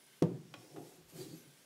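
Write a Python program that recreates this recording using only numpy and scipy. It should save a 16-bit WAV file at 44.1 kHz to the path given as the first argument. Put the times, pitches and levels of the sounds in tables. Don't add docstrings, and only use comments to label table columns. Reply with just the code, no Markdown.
import sys
import numpy as np
from scipy import signal
from scipy.fft import rfft, irfft, next_fast_len
from scipy.io import wavfile
from scipy.ndimage import uniform_filter1d

SR = 44100
rng = np.random.default_rng(int(sys.argv[2]) if len(sys.argv) > 2 else 0)


def store_wav(level_fs):
    pcm = np.round(np.clip(np.atleast_2d(level_fs), -1, 1) * 32767)
    wavfile.write(sys.argv[1], SR, pcm.T.astype(np.int16))


N = 72765

# frequency in Hz, t60 in seconds.
ROOM_T60 = [(100, 0.6), (170, 0.74), (300, 0.45), (500, 0.4), (900, 0.39), (2000, 0.51), (10000, 0.12)]
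# delay in seconds, gain in dB.
WALL_ECHOES = [(.013, -7.5), (.0232, -31), (0.0447, -15), (.0931, -18)]

# frequency in Hz, relative level in dB.
ROOM_SPECTRUM = [(25, -14), (70, -15), (120, 2), (170, 5), (350, 3), (600, 0), (1200, -3), (1500, -2),
                 (3000, -3), (5000, -4), (8000, -6), (11000, -9), (15500, -14)]
DEEP_SPECTRUM = [(25, -10), (50, -3), (75, -4), (120, -6), (300, -40)]
HISS_SPECTRUM = [(100, 1), (700, 4), (1500, -3), (2800, 2), (4300, 1.5), (5500, 2.5), (9000, 2.5),
                 (10700, -0.5), (13000, -4.5), (15500, -5)]
TICK_SPECTRUM = [(200, -25), (800, 11.5), (2000, 3.5), (3500, -1.5), (5200, -11), (9000, -16.5),
                 (15500, -22)]
CRACK_SPECTRUM = [(100, -42.5), (500, -17), (1200, 7.5), (2000, -5.5), (4000, 0.5), (7000, -5.5),
                  (11000, -13.5), (15500, -21)]
BOOM_SPECTRUM = [(25, -43), (48, -30), (78, -44), (115, -2.5), (160, 1.5), (215, -3.5), (300, -2), (380, 1),
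                 (490, -6.5), (700, -15.5), (1100, -25.5), (1600, -36.5), (4000, -45)]

# time in seconds, gain in dB.
HISS_ENVELOPE = [(.25, -95), (.5, -89), (.6, -66), (.76, -69), (.88, -64.5), (.97, -68), (1.055, -88),
                 (1.1, -61), (1.125, -66.5), (1.17, -57), (1.22, -55.5), (1.28, -62.5), (1.38, -64.5),
                 (1.46, -74), (1.65, -74)]
SQUEEZE_ENVELOPE = [(0, -69.5), (.2, -68), (.25, -94), (1.28, -88), (1.39, -69), (1.52, -70), (1.65, -71.5)]
PULL_ENVELOPE = [(.42, -88), (.58, -60.5), (.69, -63), (.75, -54.5), (.785, -50), (.82, -51.5), (.86, -57),
                 (.94, -61.5), (1.0, -67.5), (1.05, -75), (1.1, -75)]
PUSH_ENVELOPE = [(1.11, -80), (1.132, -51.5), (1.165, -52.5), (1.21, -47), (1.26, -52), (1.3, -53),
                 (1.335, -52.5), (1.39, -62), (1.46, -65.5), (1.54, -73), (1.65, -82)]

# centre in Hz, width in Hz, relative level in dB.
SQUEEZE_BANDS = [(1550, 120, 7), (2160, 240, 4), (3110, 390, -1), (3800, 2700, -5.5), (6900, 7100, -13.5),
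                 (9700, 600, 2), (12900, 4400, -8)]
PULL_BANDS = [(158, 32, 3.5), (310, 130, 3.5), (382, 36, 2), (507, 125, -2.5), (722, 49, -3.5),
              (840, 74, -12)]
PUSH_BANDS = [(139, 55, -1.5), (163, 14, -1), (316, 122, -3.5), (405, 24, -8.5), (518, 35, -11),
              (760, 160, -24.5)]

# frequency in Hz, relative level in dB, t60 in seconds.
HANDLE_MODES = [(294, -3.5, 0.12), (546, -1, 0.051), (846, -8, 0.049), (1123, -4, 0.052),
                (1620, -0.5, 0.027), (2470, 0, 0.028), (3290, 0.5, 0.025), (3526, -2, 0.025),
                (3970, -2.5, .02), (4850, -9, 0.022)]
ROD_MODES = [(323, -2, .25), (401.4, 3, 0.2), (490, -6, .3), (705.4, -1, 0.18), (783, -4.5, 0.13)]
PUMP_MODES = [(129.5, -14.5, 0.43), (161.4, -12.5, 0.31), (182.2, -21, 0.69), (283.7, 0, 0.11),
              (322, -2, 0.089), (360.4, -14.5, 0.52), (484.7, -8, 0.21), (594.6, -16.5, .22),
              (709, -6, 0.048), (899, -21.5, 0.18), (1086, -15, 0.069), (1243, -47, 0.25)]

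# peak time in seconds, sigma in seconds, level in dB.
DEEP_SWELL = (1.063, 0.03, -69.5)
# centre in Hz, width in Hz, peak time in seconds, sigma in seconds, level in dB.
VALVE_WHISTLES = [(11650, 550, 0.87, .08, -73.5), (11770, 480, 1.195, 0.082, -70),
                  (11620, 420, 1.365, 0.039, -65.5), (4010, 150, 1.232, 0.021, -61),
                  (4600, 270, 1.213, 0.0087, -60), (4300, 200, 1.18, 0.033, -70),
                  (4450, 450, 1.31, 0.04, -70.5), (5570, 640, 0.63, 0.12, -73),
                  (6150, 170, 1.39, 0.027, -68.5)]
# start in seconds, gain in dB, low mode in Hz, high mode in Hz,
# high mode's relative level in dB.
FOOTING_BUMPS = [(.565, -51, 122, 348, -21), (.712, -52, 149, 335, -13), (.775, -51, 126.6, 402, -6),
                 (.98, -54, 163, 361, -4), (1.15, -48.5, 155, 326, -6), (1.205, -48.5, 139, 399, -2.5),
                 (1.324, -44, 165.7, 306.3, -4.5), (1.465, -53, 143.2, 340, -28)]
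# start in seconds, level in dB, t60 in seconds.
ROD_CATCHES = [(.358, -65, .04), (0.7624, -54, 0.089), (1.21, -57.5, 0.038)]
# time in seconds, pitch in Hz.
GROAN_PITCH = [(1.13, 390), (1.21, 365), (1.29, 320.9), (1.37, 264.3), (1.5, 251)]

KNOCK_S, CLICK_S, GUIDE_S = .2222, .5396, .7605
TIME_S = np.arange(N) / SR


def amp(db):
    return 10 ** (np.asarray(db) / 20)


def unit(x):
    return x / np.sqrt(np.mean(x ** 2) + 1e-20)


def along(points, hz):
    points_hz, values = np.transpose(points)
    return np.interp(np.log(hz + 1), np.log(points_hz + 1), values)


def level(points):
    return amp(np.interp(TIME_S, *np.transpose(points)))


def swell(peak_s, sigma_s, db):
    return amp(db) * np.exp(-.5 * ((TIME_S - peak_s) / sigma_s) ** 2)


def since(start_s):
    return np.maximum(TIME_S - start_s, 0)


def fade(t, t60_s):
    return np.exp(-np.log(1000) * t / t60_s)


def filtered(x, response):
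    size = next_fast_len(N + SR // 2)
    return irfft(rfft(x, size) * response(np.fft.rfftfreq(size, 1 / SR)), size)[:N]


def noise(response):
    hz = np.fft.rfftfreq(N, 1 / SR)
    phases = np.exp(2j * np.pi * rng.random(len(hz)))
    return unit(irfft(response(hz) * phases, N))


def coloured(spectrum):
    return noise(lambda hz: amp(along(spectrum, hz)))


def resonant(bands):
    return noise(lambda hz: sum(
        amp(db) * (hz * width_hz) ** 2 / ((centre_hz ** 2 - hz ** 2) ** 2 + (hz * width_hz) ** 2)
        for centre_hz, width_hz, db in bands))


def burst(start_s, spectrum, t60_s):
    t = since(start_s)
    return coloured(spectrum) * (t > 0) * fade(t, t60_s)


def ring(start_s, modes):
    t = since(start_s)
    return sum(amp(db) * np.sin(2 * np.pi * hz * t) * fade(t, t60_s) * (1 - np.exp(-t * hz))
               for hz, db, t60_s in modes)


def background():
    return amp(-67) * coloured(ROOM_SPECTRUM) + swell(*DEEP_SWELL) * coloured(DEEP_SPECTRUM)


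def room_decay(x, start_s):
    hz, t, spectra = signal.stft(x, SR, nperseg=1024)
    decay = fade(np.maximum(t - start_s, 0), along(ROOM_T60, hz)[:, None])
    return signal.istft(spectra * decay, SR, nperseg=1024)[1][:N]


def walls(x, cutoff_hz=500):
    def response(hz):
        echoes = sum(amp(db) * np.exp(-2j * np.pi * hz * delay_s) for delay_s, db in WALL_ECHOES)
        return 1 + echoes / (1 + (hz / cutoff_hz) ** 2)
    return filtered(x, response)


def patchy_colour(x, depth_db=2.5):
    spectra = signal.stft(x, SR, nperseg=1024)[2]
    patches = uniform_filter1d(rng.standard_normal(spectra.shape), size=3, axis=0)
    patches = uniform_filter1d(patches, size=16, axis=1)
    return signal.istft(spectra * amp(depth_db * unit(patches)), SR, nperseg=1024)[1][:N]


def air():
    whistles = sum(swell(peak_s, sigma_s, db) * resonant([(hz, width_hz, 0)])
                   for hz, width_hz, peak_s, sigma_s, db in VALVE_WHISTLES)
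    hiss = level(HISS_ENVELOPE) * coloured(HISS_SPECTRUM)
    squeeze = level(SQUEEZE_ENVELOPE) * resonant(SQUEEZE_BANDS)
    return patchy_colour(hiss + whistles + squeeze)


def low_cut(x, cutoff_hz=83):
    return signal.sosfilt(signal.butter(4, cutoff_hz, 'high', fs=SR, output='sos'), x)


def rocking(rise_s=.0025, t60_s=.27):
    bumps = np.zeros(N)
    for start_s, db, low_hz, high_hz, high_db in FOOTING_BUMPS:
        attack = 1 - np.exp(-since(start_s) / rise_s)
        bumps += amp(db) * attack * ring(start_s, [(low_hz, 0, t60_s), (high_hz, high_db, t60_s)])
    return bumps


def groan(sigma_hz=23.4):
    phase = 2 * np.pi * np.cumsum(np.interp(TIME_S, *np.transpose(GROAN_PITCH))) / SR
    in_phase, quadrature = (noise(lambda hz: np.exp(-.5 * (hz / sigma_hz) ** 2)) for _ in range(2))
    return in_phase * np.cos(phase) + quadrature * np.sin(phase)


def piston():
    push = level(PUSH_ENVELOPE) * (amp(-2) * resonant(PUSH_BANDS) + amp(-4.5) * groan())
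    pull = level(PULL_ENVELOPE) * resonant(PULL_BANDS)
    rod_knock = amp(-48) * ring(GUIDE_S, ROD_MODES)
    return pull + push + rod_knock


def handle(reverb_db=-10.5):
    click = amp(-45) * ring(CLICK_S, HANDLE_MODES)
    tick = amp(-43.5) * burst(CLICK_S, TICK_SPECTRUM, t60_s=.043)
    catches = sum(amp(db) * burst(start_s, TICK_SPECTRUM, t60_s) for start_s, db, t60_s in ROD_CATCHES)
    direct = click + tick + catches
    tail = room_decay(rng.standard_normal(N), 0)
    reverb = signal.fftconvolve(direct, tail / np.linalg.norm(tail))[:N]
    return direct + amp(reverb_db) * reverb


def shudder(hz=167.6, rise_s=.011, hold_s=.031, release_s=.0043):
    t = since(KNOCK_S)
    attack = 1 - np.exp(-t / rise_s)
    release = (1 - np.tanh((t - hold_s) / release_s)) / 2
    return amp(-24) * attack * release * np.sin(2 * np.pi * hz * t)


def knock(thud_hz=378, thud_width_s=.002, thud_lag_s=.0017, crack_lag_s=.0011, boom_rise_s=.0062):
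    t = TIME_S - KNOCK_S - thud_lag_s
    thud = -amp(-18.5) * np.sin(2 * np.pi * thud_hz * t) * np.exp(-(t / thud_width_s) ** 2)
    ringing = amp(-23) * ring(KNOCK_S, PUMP_MODES)
    crack = amp(-39) * burst(KNOCK_S + crack_lag_s, CRACK_SPECTRUM, t60_s=.029)
    crack_tail = amp(-47) * burst(KNOCK_S + crack_lag_s, TICK_SPECTRUM, t60_s=.12)
    boom_attack = 1 - np.exp(-since(KNOCK_S) / boom_rise_s)
    boom = amp(-32.5) * boom_attack * room_decay(coloured(BOOM_SPECTRUM), KNOCK_S)
    return walls(thud + ringing) + crack + crack_tail + boom


def scene():
    pump = knock() + shudder() + handle() + low_cut(piston() + rocking()) + air()
    return (pump + background())[None]


def record(dry):
    cutoff_hz = 15750
    return filtered(dry[0], lambda hz: hz < cutoff_hz)[None]


dry = scene()
out = record(dry)
store_wav(out)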